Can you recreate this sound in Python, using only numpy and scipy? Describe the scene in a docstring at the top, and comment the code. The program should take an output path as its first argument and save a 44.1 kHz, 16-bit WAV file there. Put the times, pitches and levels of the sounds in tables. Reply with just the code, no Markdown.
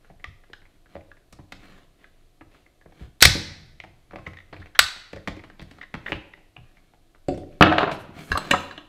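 """A wooden workbench in a garage: a small screwdriver pries at a spring and a metal lever on a strut. The tip
ticks and scrapes, the spring snaps twice, hard enough to overload the microphone, the screwdriver clatters onto
the bench, and the lever clanks as the strut is dragged round, while skin or cloth brushes past with a fine
hiss. Blows are short noise bursts through the colour of the object, with dying sines for what rings on; rubbing
is shaped noise. The room answers with dense reflections over a faint, steady air noise."""
import sys
import numpy as np
from scipy import signal
from scipy.fft import rfft, irfft
from scipy.io import wavfile

SR = 44100
rng = np.random.default_rng(int(sys.argv[2]) if len(sys.argv) > 2 else 0)


def dump(signal):
    """Clip the signal to [-1, 1] and save it as 16-bit WAV at the path in sys.argv[1]."""
    limited = np.clip(np.atleast_2d(signal).T, -1, 1)
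    pcm = np.round(limited * 32767).astype(np.int16)
    wavfile.write(sys.argv[1], SR, pcm)


N = 391608  # samples
TAPS = 4096  # length of a burst, samples
HZ = np.fft.rfftfreq(TAPS, 1 / SR)  # frequency grid of all colours

# In all tables of blows, level_db and chatter_t60_s are relative: each source scales them.
# tool and lever knocking against the strut: start_s, level_db, bass_db, treble_db, ring_hz, chatter_t60_s
KNOCK_ROWS = [(0.0993, -45.5, 9, -10, 756, 0.085), (0.4983, -49, 4, -29, 440, .045),
              (0.9532, -34, 1, -21, 630, 0.02), (1.3248, -45, 11, 27.5, 1220, 0.061),
              (1.3876, -41.5, 20, -1, 1040, .08), (1.521, -36.5, -23, 6.5, 247, 0.027),
              (2.4093, -44, -15, -21, 318, 0.086), (2.8564, -45, 0, -49, 565, 0.071),
              (3.0053, -38.5, 20.5, 4, 343, 0.074), (3.8369, -41.5, -13, -3, 728, 0.038),
              (4.132, -38, -4, -25.5, 547, 0.095), (4.1571, -35.5, -11.5, -9, 640, 0.034),
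              (4.2687, -35, 7.5, 3.5, 1226, 0.054), (4.5263, -36, -4.5, -13, 4470, 0.11),
              (4.5981, -45.5, 8, 5, 3800, 0.097), (5.1298, -34, -0.5, 5, 501, 0.04),
              (5.1593, -36.5, 6.5, 6.5, 487, 0.069), (5.2741, -24, -9, 1.5, 224, 0.0437),
              (5.3639, -37.5, 11, 8.5, 350, .09), (5.4366, -43, -15.5, -5.5, 247, .09),
              (5.594, -41.5, -1, -2, 3730, .037), (5.6146, -38, 19.5, 19.5, 1974, 0.057),
              (5.71, -45.5, -7.5, 9, 247.5, 0.053), (5.9403, -28, -15.5, -9, 220, 0.032),
              (6.091, -35, -8.5, -8, 353, 0.13), (6.1197, -23, -12, -13, 2900, .03)]
# dull thumps of the strut and the hand on the bench:
# start_s, level_db, bass_db, treble_db, ring_hz, chatter_t60_s
THUMP_ROWS = [(3.256, -23, 8, 10, 130, 0.11), (3.351, -25.5, 13, -12, 576, 0.094),
              (7.2828, -19.5, 4, 1.5, 580, .08), (7.339, -36.5, -7, 6, 299, .1),
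              (7.3744, -34, 9, 10.5, 640, 0.11), (7.4313, -40, 12.5, -8, 404, .06),
              (8.0898, -42.5, -4, -14, 250, 0.12), (8.164, -44, -9, 0, 262, 0.094)]


def spring_snaps():
    """The spring lets go and strikes home: hard, bright contacts, then its modes ring on."""
    # the contacts: start_s, level_db, bass_db, treble_db, ring_hz, chatter_t60_s
    snap_rows = [(3.2057, -33, -12, -3, 3880, 0.044), (3.2141, -26, -5.5, 4.5, 4100, 0.079),
                 (3.2236, 0, 0.5, -2.5, 5500, 0.037), (3.2519, -7, 11, 1.5, 2200, .044),
                 (4.7907, -6.5, -17.5, -4.5, 1350, 0.036)]
    # colour of a snap: frequency_hz, gain_db
    snap_colour = [(25, -29), (60, -11), (200, -19), (700, -8.5), (1100, -10.5), (1500, -2.5), (2000, 1),
                   (2800, -6), (4200, 1.5), (5200, -8.5), (7800, -9.5), (9000, -12.5), (15000, -20.5)]
    # what rings on in the spring: frequency_hz, energy_db (relative), t60_s
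    spring_modes = [(1185, -23.5, .25), (1505, -18, 0.22), (1914, -22, 0.21), (2648, -22, .25),
                    (4474, -24, .23), (5580, -24, .13), (7850, -23, 0.091)]
    contacts = blows(snap_rows, snap_colour, length=0.87, rise_s=0.00037,
                     peak_db=6.0, ripple_db=1.4, rebound_db=-16.5)
    return amp(3.0) * contacts + rings(snap_rows, spring_modes)


def tip_ticks(ring_db=20, length=0.86):
    """Each slip of the tip rings one short resonance that depends on where the spring is held."""
    # the tip slipping on the spring, level and chatter relative:
    # start_s, level_db, ring_hz, treble_db, chatter_t60_s, slip_s
    tick_rows = [(0.242, -33.5, 2080, 10, .02, .005), (0.532, -40.5, 1670, 11, .04, .005),
                 (1.1141, -47, 1610, -1, 0.035, .005), (2.0417, -49, 1700, -2, 0.029, .005),
                 (3.8007, -38, 2140, 8, 0.017, .005), (4.2642, -34, 2060, -6, .025, .005),
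                 (4.37, -44, 1958, 7, .02, .047), (4.617, -45.5, 1653, 0.5, 0.1, .005),
                 (4.749, -37.5, 1680, 8.5, .16, .005), (5.8119, -38, 1935, 3, 0.08, .02),
                 (6.0612, -30.5, 1973, -14, .07, .02), (6.335, -43.5, 1979, -6, 0.029, .005),
                 (6.5642, -43, 2765, -16, 0.035, .005)]
    # colour of a tick: frequency_hz, gain_db
    tick_colour = [(25, -26), (200, -8), (700, -3), (1300, -3.5), (2700, -6), (3600, -5.5), (4600, -20.5),
                   (6000, -23.5), (9000, -42.5), (15000, -49.5)]
    width_hz, rise_s = 190, .0014
    # in a long slip the tip catches again and again, each time more weakly
    catch_gap_s, catch_loss_db = 0.016, -2.5
    out = np.zeros(N)
    for s, db, hz, treble_db, t60, slip_s in tick_rows:
        gain_db = read(tick_colour, HZ) + resonance(hz, width_hz, ring_db) + shelves(0, treble_db)
        for k, lag_s in enumerate(np.arange(0, slip_s, catch_gap_s)):
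            catch = coloured(chatter(t60 * length, rise_s), gain_db + contact_point(4))
            add(out, s + lag_s - rise_s / 2, at_level(catch, db + k * catch_loss_db))
    return amp(0.5) * out


def strut_knocks():
    """Tool and lever knock on the strut: the click comes first, the thud follows, a hollow note rings."""
    # colour of a knock: frequency_hz, gain_db
    knock_colour = [(25, -22.5), (50, 1), (100, -2), (200, -1), (400, -3.5), (700, -6.5), (1200, -13),
                    (2000, -9), (3000, -19), (4400, -25.5), (6000, -32.5), (9000, -41.5), (15000, -53.5)]
    # the hollow note of the strut: frequency_hz, energy_db (relative), t60_s
    strut_modes = [(187, -15.5, .14), (315, -14, .16)]
    contacts = blows(KNOCK_ROWS + touches(), knock_colour, length=0.63, rise_s=0.00088,
                     peak_db=10.0, ripple_db=3.0, rebound_db=-5)
    return amp(-1.4) * through_bench(contacts) + rings(KNOCK_ROWS, strut_modes)


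def touches(per_s=6, bass_db=-5.5, treble_db=-2, low_hz=700, high_hz=2440, t60_s=.045):
    """Faint knocks at chance moments while the tool seeks its grip, as rows of blows."""
    # the tool fumbling for a grip: start_s, end_s, level_db (relative)
    fumbles = [(0, 1.77, -56), (2.401, 3, -55.5), (3.952, 5.8, -46.5), (6.299, 7.15, -54.5)]
    rows = []
    for start, end, db in fumbles:
        count = max(round((end - start) * per_s), 1)
        for k in range(count):
            s = start + (end - start) * (k + rng.random()) / count
            ring_hz = rng.uniform(low_hz, high_hz)
            rows.append((s, db, bass_db, treble_db, ring_hz, t60_s))
    return rows


def through_bench(x, lag_s=0.0072, corner_hz=230):
    """Low bending waves travel slowly, so the thud of a knock follows its click."""
    hz = np.fft.rfftfreq(2 * N, 1 / SR)
    phase = -2 * np.pi * lag_s * corner_hz * np.arctan(hz / corner_hz)
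    return irfft(rfft(x, 2 * N) * np.exp(1j * phase))[:N]


def bench_clatter():
    """The dropped screwdriver and the strut clatter on the bench top, whose wood rings on."""
    # the bumps: start_s, level_db, bass_db, treble_db, ring_hz, chatter_t60_s
    bump_rows = [(7.609, -5, 20.5, 2, 1310, 0.039), (7.6224, -8, -50.5, -7.5, 2740, 0.039),
                 (7.6306, -13, 6, -7, 322, 0.091), (7.663, -18, 11, -7, 1340, 0.1),
                 (7.714, -17.5, -8, -27, 700, 0.129), (7.7239, -19.5, -7, -3, 1790, 0.055),
                 (7.7811, -14.5, -4, 0, 2750, 0.038), (7.8047, -20.5, 2, -4, 1120, 0.062),
                 (7.8301, -16.5, 0, -13, 422, 0.034), (7.875, -27.5, -2, -28, 1300, .05),
                 (7.892, -28, -9, -16, 860, 0.049), (7.9134, -28.5, 22, 23, 2470, 0.092)]
    # colour of a bump: frequency_hz, gain_db
    bump_colour = [(25, -40), (50, -22), (90, -13), (170, -4.5), (310, -3), (450, -0.5), (680, 5),
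                   (1100, -0.5), (1600, 0.5), (2400, -9), (3800, -13.5), (5500, -32), (9000, -44),
                   (15000, -71)]
    # what the bench top rings with: frequency_hz, energy_db (relative), t60_s
    bench_modes = [(316.5, -17.5, 0.36), (675, -9.5, 0.1), (1341, -23, 0.26), (1840, -24, 0.11)]
    contacts = blows(bump_rows, bump_colour, length=0.715, rise_s=0.00083,
                     peak_db=7.0, ripple_db=2.46, rebound_db=-6.5)
    return amp(-0.16) * contacts + amp(1.5) * rings(bump_rows, bench_modes)


def lever_clanks():
    """The lever swings against its stops: strongly resonant contacts, then its modes ring on."""
    # the clanks: start_s, level_db, bass_db, treble_db, ring_hz, chatter_t60_s
    clank_rows = [(8.3169, -20.5, 9, 4, 1680, 0.013), (8.3521, -22.5, 12, -35, 1090, 0.027),
                  (8.3735, -23, 13, 16.5, 1010, 0.043), (8.5097, -14, 15.5, 14, 2500, 0.043),
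                  (8.5334, -15, 4, -26, 1082, 0.09), (8.7099, -39.5, -9, -6, 1650, 0.042),
                  (8.7767, -38, 11, -3.5, 3070, .046)]
    # colour of a clank: frequency_hz, gain_db
    clank_colour = [(25, -15), (60, -13.5), (200, -2.5), (500, 1.5), (1050, -3.5), (1700, 3), (2600, -10),
                    (3300, -9), (4100, -6), (5500, -24), (8000, -22.5), (15000, -39)]
    # what the lever rings with: frequency_hz, energy_db (relative), t60_s
    lever_modes = [(933, -22, 0.26), (1105, -12, 0.23), (1632, -7.5, 0.068), (2735, -9, 0.07),
                   (4005, -12, 0.11), (5160, -24.5, 0.11), (6240, -26, 0.057), (6170, -28, .11),
                   (7800, -41, .07)]
    contacts = blows(clank_rows, clank_colour, length=0.725, rise_s=0.00097,
                     peak_db=14.0, ripple_db=7.5, rebound_db=-9.0)
    return amp(0.5) * contacts + amp(-3.5) * rings(clank_rows, lever_modes)


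def bench_thumps():
    """Dull thumps of the strut and the hand on the bench: mostly bass and short."""
    # colour of a thump: frequency_hz, gain_db
    thump_colour = [(25, -23), (50, -8), (90, -7), (170, -3), (310, -6.5), (600, -13), (1100, -25.5),
                    (2000, -26.5), (4000, -37.5), (8000, -47.5), (15000, -63)]
    return amp(1.0) * blows(THUMP_ROWS, thump_colour, length=0.36, rise_s=0.0017,
                            peak_db=9.5, ripple_db=6.5, rebound_db=-10.5)


def slide(grains_per_s=900, spread_db=1.0, smooth=0.12, spots=4):
    """Tiny catches of rough surfaces over a fine hiss; the colour shifts as the point of contact wanders."""
    # steel sliding on steel and the strut on the bench, one row per stroke:
    # start_s, length_s, level_db (relative)
    rub_rows = [(0, 0.27, -59.5), (.88, 0.11, -51.5), (1.47, 0.44, -55), (1.98, .12, -59),
                (2.45, 0.17, -60), (2.87, 0.25, -55), (4.1, 0.79, -57), (5.55, 0.37, -57.5),
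                (6.04, 0.14, -45), (6.52, 0.37, -61.5), (7.5, 0.18, -52), (8.08, 0.4, -41.5),
                (8.36, 0.41, -36)]
    # colour of the rubbing: frequency_hz, gain_db
    slide_colour = [(60, -29), (150, -7), (300, -6), (500, -8), (1000, -17), (1700, -14), (2600, -18),
                    (4100, -22), (5300, -34), (7000, -31), (10000, -40.5), (15000, -42)]
    rest_db = -69  # on the same scale: the parts never lie quite still
    force = amp(spread_db * np.minimum(rng.exponential(1, N), 4))
    catches = (rng.random(N) < grains_per_s / SR) * force
    rub = np.zeros(N)
    for _ in range(spots):
        share = np.interp(np.arange(N), np.linspace(0, N, 130), rng.random(130) ** 3)
        grain = share * (catches + smooth) * rng.standard_normal(N)
        rub += coloured(grain, read(slide_colour, HZ) + contact_point(3))[:N]
    level = amp(rest_db) + strokes(rub_rows, peak_at=0.43, fullness=1.1)
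    return amp(-4.5) * unit(rub) * np.sqrt(N) * level


def brush(low_hz=5500, high_hz=13000):
    """Skin or cloth brushing over the parts gives a fine, high hiss."""
    # skin or cloth brushing past, one row per stroke: start_s, length_s, level_db (relative)
    brush_rows = [(7.9, .07, -52.5), (7.98, 0.056, -55), (8.15, 0.26, -53), (8.5, .2, -58)]
    band = signal.butter(2, [low_hz, high_hz], "bandpass", fs=SR, output="sos")
    hiss = signal.sosfilt(band, rng.standard_normal(N))
    return amp(-7) * unit(hiss) * np.sqrt(N) * strokes(brush_rows, peak_at=0.48, fullness=1.1)


def bench_sway(low_hz=35, top_hz=130, rest_db=-68):
    """The heavy bench gives a soft, deep rumble after each knock or thump and around some other blows."""
    # further deep rumbles of the bench around ticks, knocks, snaps and clanks: start_s, length_s, level_db
    rumbles = [(0.248, 0.14, -47), (3.002, 0.12, -41), (3.238, 0.12, -23), (4.583, 0.11, -48),
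               (4.79, .1, -39), (6.567, 0.11, -47.5), (8.301, .09, -28)]
    sway_db, sway_s = -17, 0.12  # level against the blow's level_db, length
    rocking = [(s, sway_s, db + sway_db) for s, db, *_ in KNOCK_ROWS + THUMP_ROWS]
    push = amp(rest_db) + strokes(rocking + rumbles, peak_at=0.18, fullness=1.5)
    band = signal.butter(3, [low_hz, top_hz], "bandpass", fs=SR, output="sos")
    deep_noise = signal.sosfilt(band, rng.standard_normal(N))
    return push * unit(deep_noise) * np.sqrt(N)


def garage(x, build_s=0.002, bass_build_s=0.0074, early_db=5, early_s=0.048):
    """Dense reflections, strong from the near walls; bass swells later, each band dies at its own speed."""
    # reverberation time: frequency_hz, t60_s
    room_t60 = [(80, 2.1), (300, 0.76), (1000, 0.74), (2000, 0.75), (4200, 0.64), (6000, 0.62),
                (9000, 0.46), (15000, 0.4)]
    # strength of the reverberation: frequency_hz, gain_db
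    room_colour = [(40, -3), (150, -10.5), (400, -5.5), (1000, -4), (2000, -7.5), (4500, -0.5),
                   (8000, -4.5), (15000, -11)]
    # standing waves: frequency_hz, energy_db, t60_s
    room_modes = [(90, -20, .55), (157, -29.5, 0.54), (196.4, -29, 0.28), (302.6, -30.5, .5),
                  (337, -28.5, 0.41)]
    hz, t, z = signal.stft(rng.standard_normal(SR), SR, nperseg=256)
    build = build_s + bass_build_s / (1 + (hz[:, None] / 500) ** 2)
    z = z * (1 - np.exp(-(t / build) ** 2)) * (1 + amp(early_db) * np.exp(-t / early_s))
    z = z * amp(-60 * t / read(room_t60, hz)[:, None])
    z = z / np.linalg.norm(z, axis=1, keepdims=True)
    flat = signal.istft(z, SR, nperseg=256)[1]
    tail = signal.istft(z * amp(read(room_colour, hz))[:, None], SR, nperseg=256)[1]
    tail = tail / np.linalg.norm(flat)
    add(tail, 0, ringing(room_modes))
    return signal.fftconvolve(x, tail)[:N]


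def air(level_db=-56.5):
    """Steady faint noise of the room and the microphone."""
    # spectrum of the still room: frequency_hz, gain_db (relative)
    air_colour = [(12, -29), (20, 15), (34, -4.5), (202, -26), (315, -14), (519, -24), (725, -18),
                  (834, -32), (1200, -28.5), (1540, -33.5), (2210, -32.5), (4070, -31.5), (5230, -36.5),
                  (12400, -39.5), (15500, -48.5)]
    gain = amp(read(air_colour, np.fft.rfftfreq(N, 1 / SR)))
    noise = irfft(rfft(rng.standard_normal(N)) * gain, N)
    return amp(level_db) * unit(noise) * np.sqrt(N)


def blows(rows, colour, length, rise_s, peak_db, ripple_db, rebound_db):
    """Chattering contacts coloured by the object and the spot that is hit; each rebounds once."""
    out = np.zeros(N)
    for s, db, bass_db, treble_db, hz, t60 in rows:
        ring = resonance(hz, 60 + hz / 8, peak_db)
        gain_db = read(colour, HZ) + shelves(bass_db, treble_db) + ring
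        rebound_s = rng.uniform(.003, .011)
        for lag_s, loss_db in [(0, 0), (rebound_s, rebound_db)]:
            contact = coloured(chatter(t60 * length, rise_s), gain_db + contact_point(ripple_db))
            add(out, s + lag_s, at_level(contact, db + loss_db))
    return out


def rings(rows, modes):
    """The modes ring on after each blow in a different mix; a dull blow hardly wakes the upper ones."""
    out = np.zeros(N)
    hz, level_db, t60 = np.transpose(modes)
    for s, db, _, treble_db, *_ in rows:
        detune, mix = rng.standard_normal((2, len(hz)))
        dull_db = np.interp(hz, HZ, shelves(0, min(treble_db, 0)))
        struck = zip(hz * (1 + .007 * detune), level_db + dull_db + 2 * mix, t60)
        add(out, s, amp(db) * np.sqrt(SR / 100) * ringing(struck))
    return out


def ringing(modes):
    """Half a second of dying sines, each with its given energy."""
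    t = np.arange(SR // 2) / SR
    out = np.zeros(len(t))
    for hz, db, t60 in modes:
        out += amp(db) * unit(amp(-60 * t / t60) * np.sin(2 * np.pi * hz * t))
    return out


def chatter(t60, rise_s, count=5):
    """Two hard faces biting and rattling to rest: a short burst that holds all frequencies evenly."""
    t = np.arange(TAPS) / SR
    fade = amp(-60 * t / max(t60, .004)) * (1 - np.exp(-(t / rise_s) ** 2))
    fade = fade / fade.max()
    burst = rng.standard_normal(TAPS) * fade
    for _ in range(count):  # flatten the spectrum, then hold the burst under its fade again
        flat = irfft(np.exp(1j * np.angle(rfft(burst))))
        burst = flat * np.minimum(2 * fade, 1)
    return unit(burst)


def strokes(rows, peak_at, fullness):
    """Level of movements: each swells to its peak at a share of its length, then dies away."""
    out = np.zeros(N)
    for s, length, db in rows:
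        along = np.linspace(0, 1, max(int(length * SR), 3))
        arch = np.interp(along, [0, peak_at, 1], [0, 1, 0])
        add(out, s, amp(db) * np.sin(np.pi / 2 * arch) ** fullness)
    return out


def shelves(bass_db, treble_db):
    """A heavy blow adds bass, a hard contact adds treble: dB on the grid HZ."""
    return bass_db / (1 + (HZ / 450) ** 2) + treble_db * HZ ** 3 / (HZ ** 3 + 3500 ** 3)


def resonance(hz, width_hz, db):
    """One damped resonance, as dB on the grid HZ."""
    return 10 * np.log10(1 + amp(db) ** 2 / (1 + ((HZ - hz) / width_hz) ** 2) ** 2)


def contact_point(ripple_db, size=46):
    """Each point of contact favours other resonances: a random ripple in dB over frequency."""
    ripple = np.c_[np.geomspace(250, 15000, size), rng.standard_normal(size)]
    return ripple_db * read(ripple, HZ)


def coloured(x, db):
    """Causal (minimum-phase) filter with the gain db on the grid HZ."""
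    log_gain = np.log(amp(np.r_[db, db[-2:0:-1]]))
    response = np.fft.ifft(np.exp(np.conj(signal.hilbert(log_gain)))).real
    return signal.fftconvolve(x, response)


def at_level(x, db):
    """Gives a blow the energy of 10 ms at this level."""
    return amp(db) * np.sqrt(SR / 100) * unit(x)


def amp(db):
    """Decibels to amplitude."""
    return 10 ** (np.asarray(db) / 20)


def unit(x):
    """Scales to an energy of one."""
    return x / np.sqrt(np.sum(x ** 2) + 1e-20)


def read(points, hz):
    """Reads a table on a log-frequency axis."""
    f, value = np.transpose(points)
    return np.interp(np.log(hz + 1), np.log(f + 1), value)


def add(mix, s, sound):
    """Mixes a sound in at time s."""
    part = mix[max(round(s * SR), 0):][:len(sound)]
    part += sound[:len(part)]


def scene():
    """Blows and rubbing reach the microphone directly and by way of the room; sway and air are added dry."""
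    spring, tip, knocks = spring_snaps(), tip_ticks(), strut_knocks()
    bench, lever, thumps = bench_clatter(), lever_clanks(), bench_thumps()
    rub = slide() + brush()
    direct = spring + tip + knocks + bench + lever + thumps + rub
    # each source excites the room to its own degree
    to_room = amp(-7.5) * spring + amp(-3.0) * tip + amp(-1.5) * knocks + rub
    to_room += amp(-0.5) * bench + amp(-3.5) * lever + amp(1.0) * thumps
    return (direct + garage(to_room) + bench_sway() + air())[None]


def record(dry, edge_hz=15650):
    """The loudest blows overload the microphone input and clip; then the band limit."""
    low_pass = signal.firwin(301, edge_hz, window=("kaiser", 8), fs=SR)
    return signal.oaconvolve(np.clip(dry, -1, 1), low_pass[None], "same")


dry = scene()
out = record(dry)
dump(out)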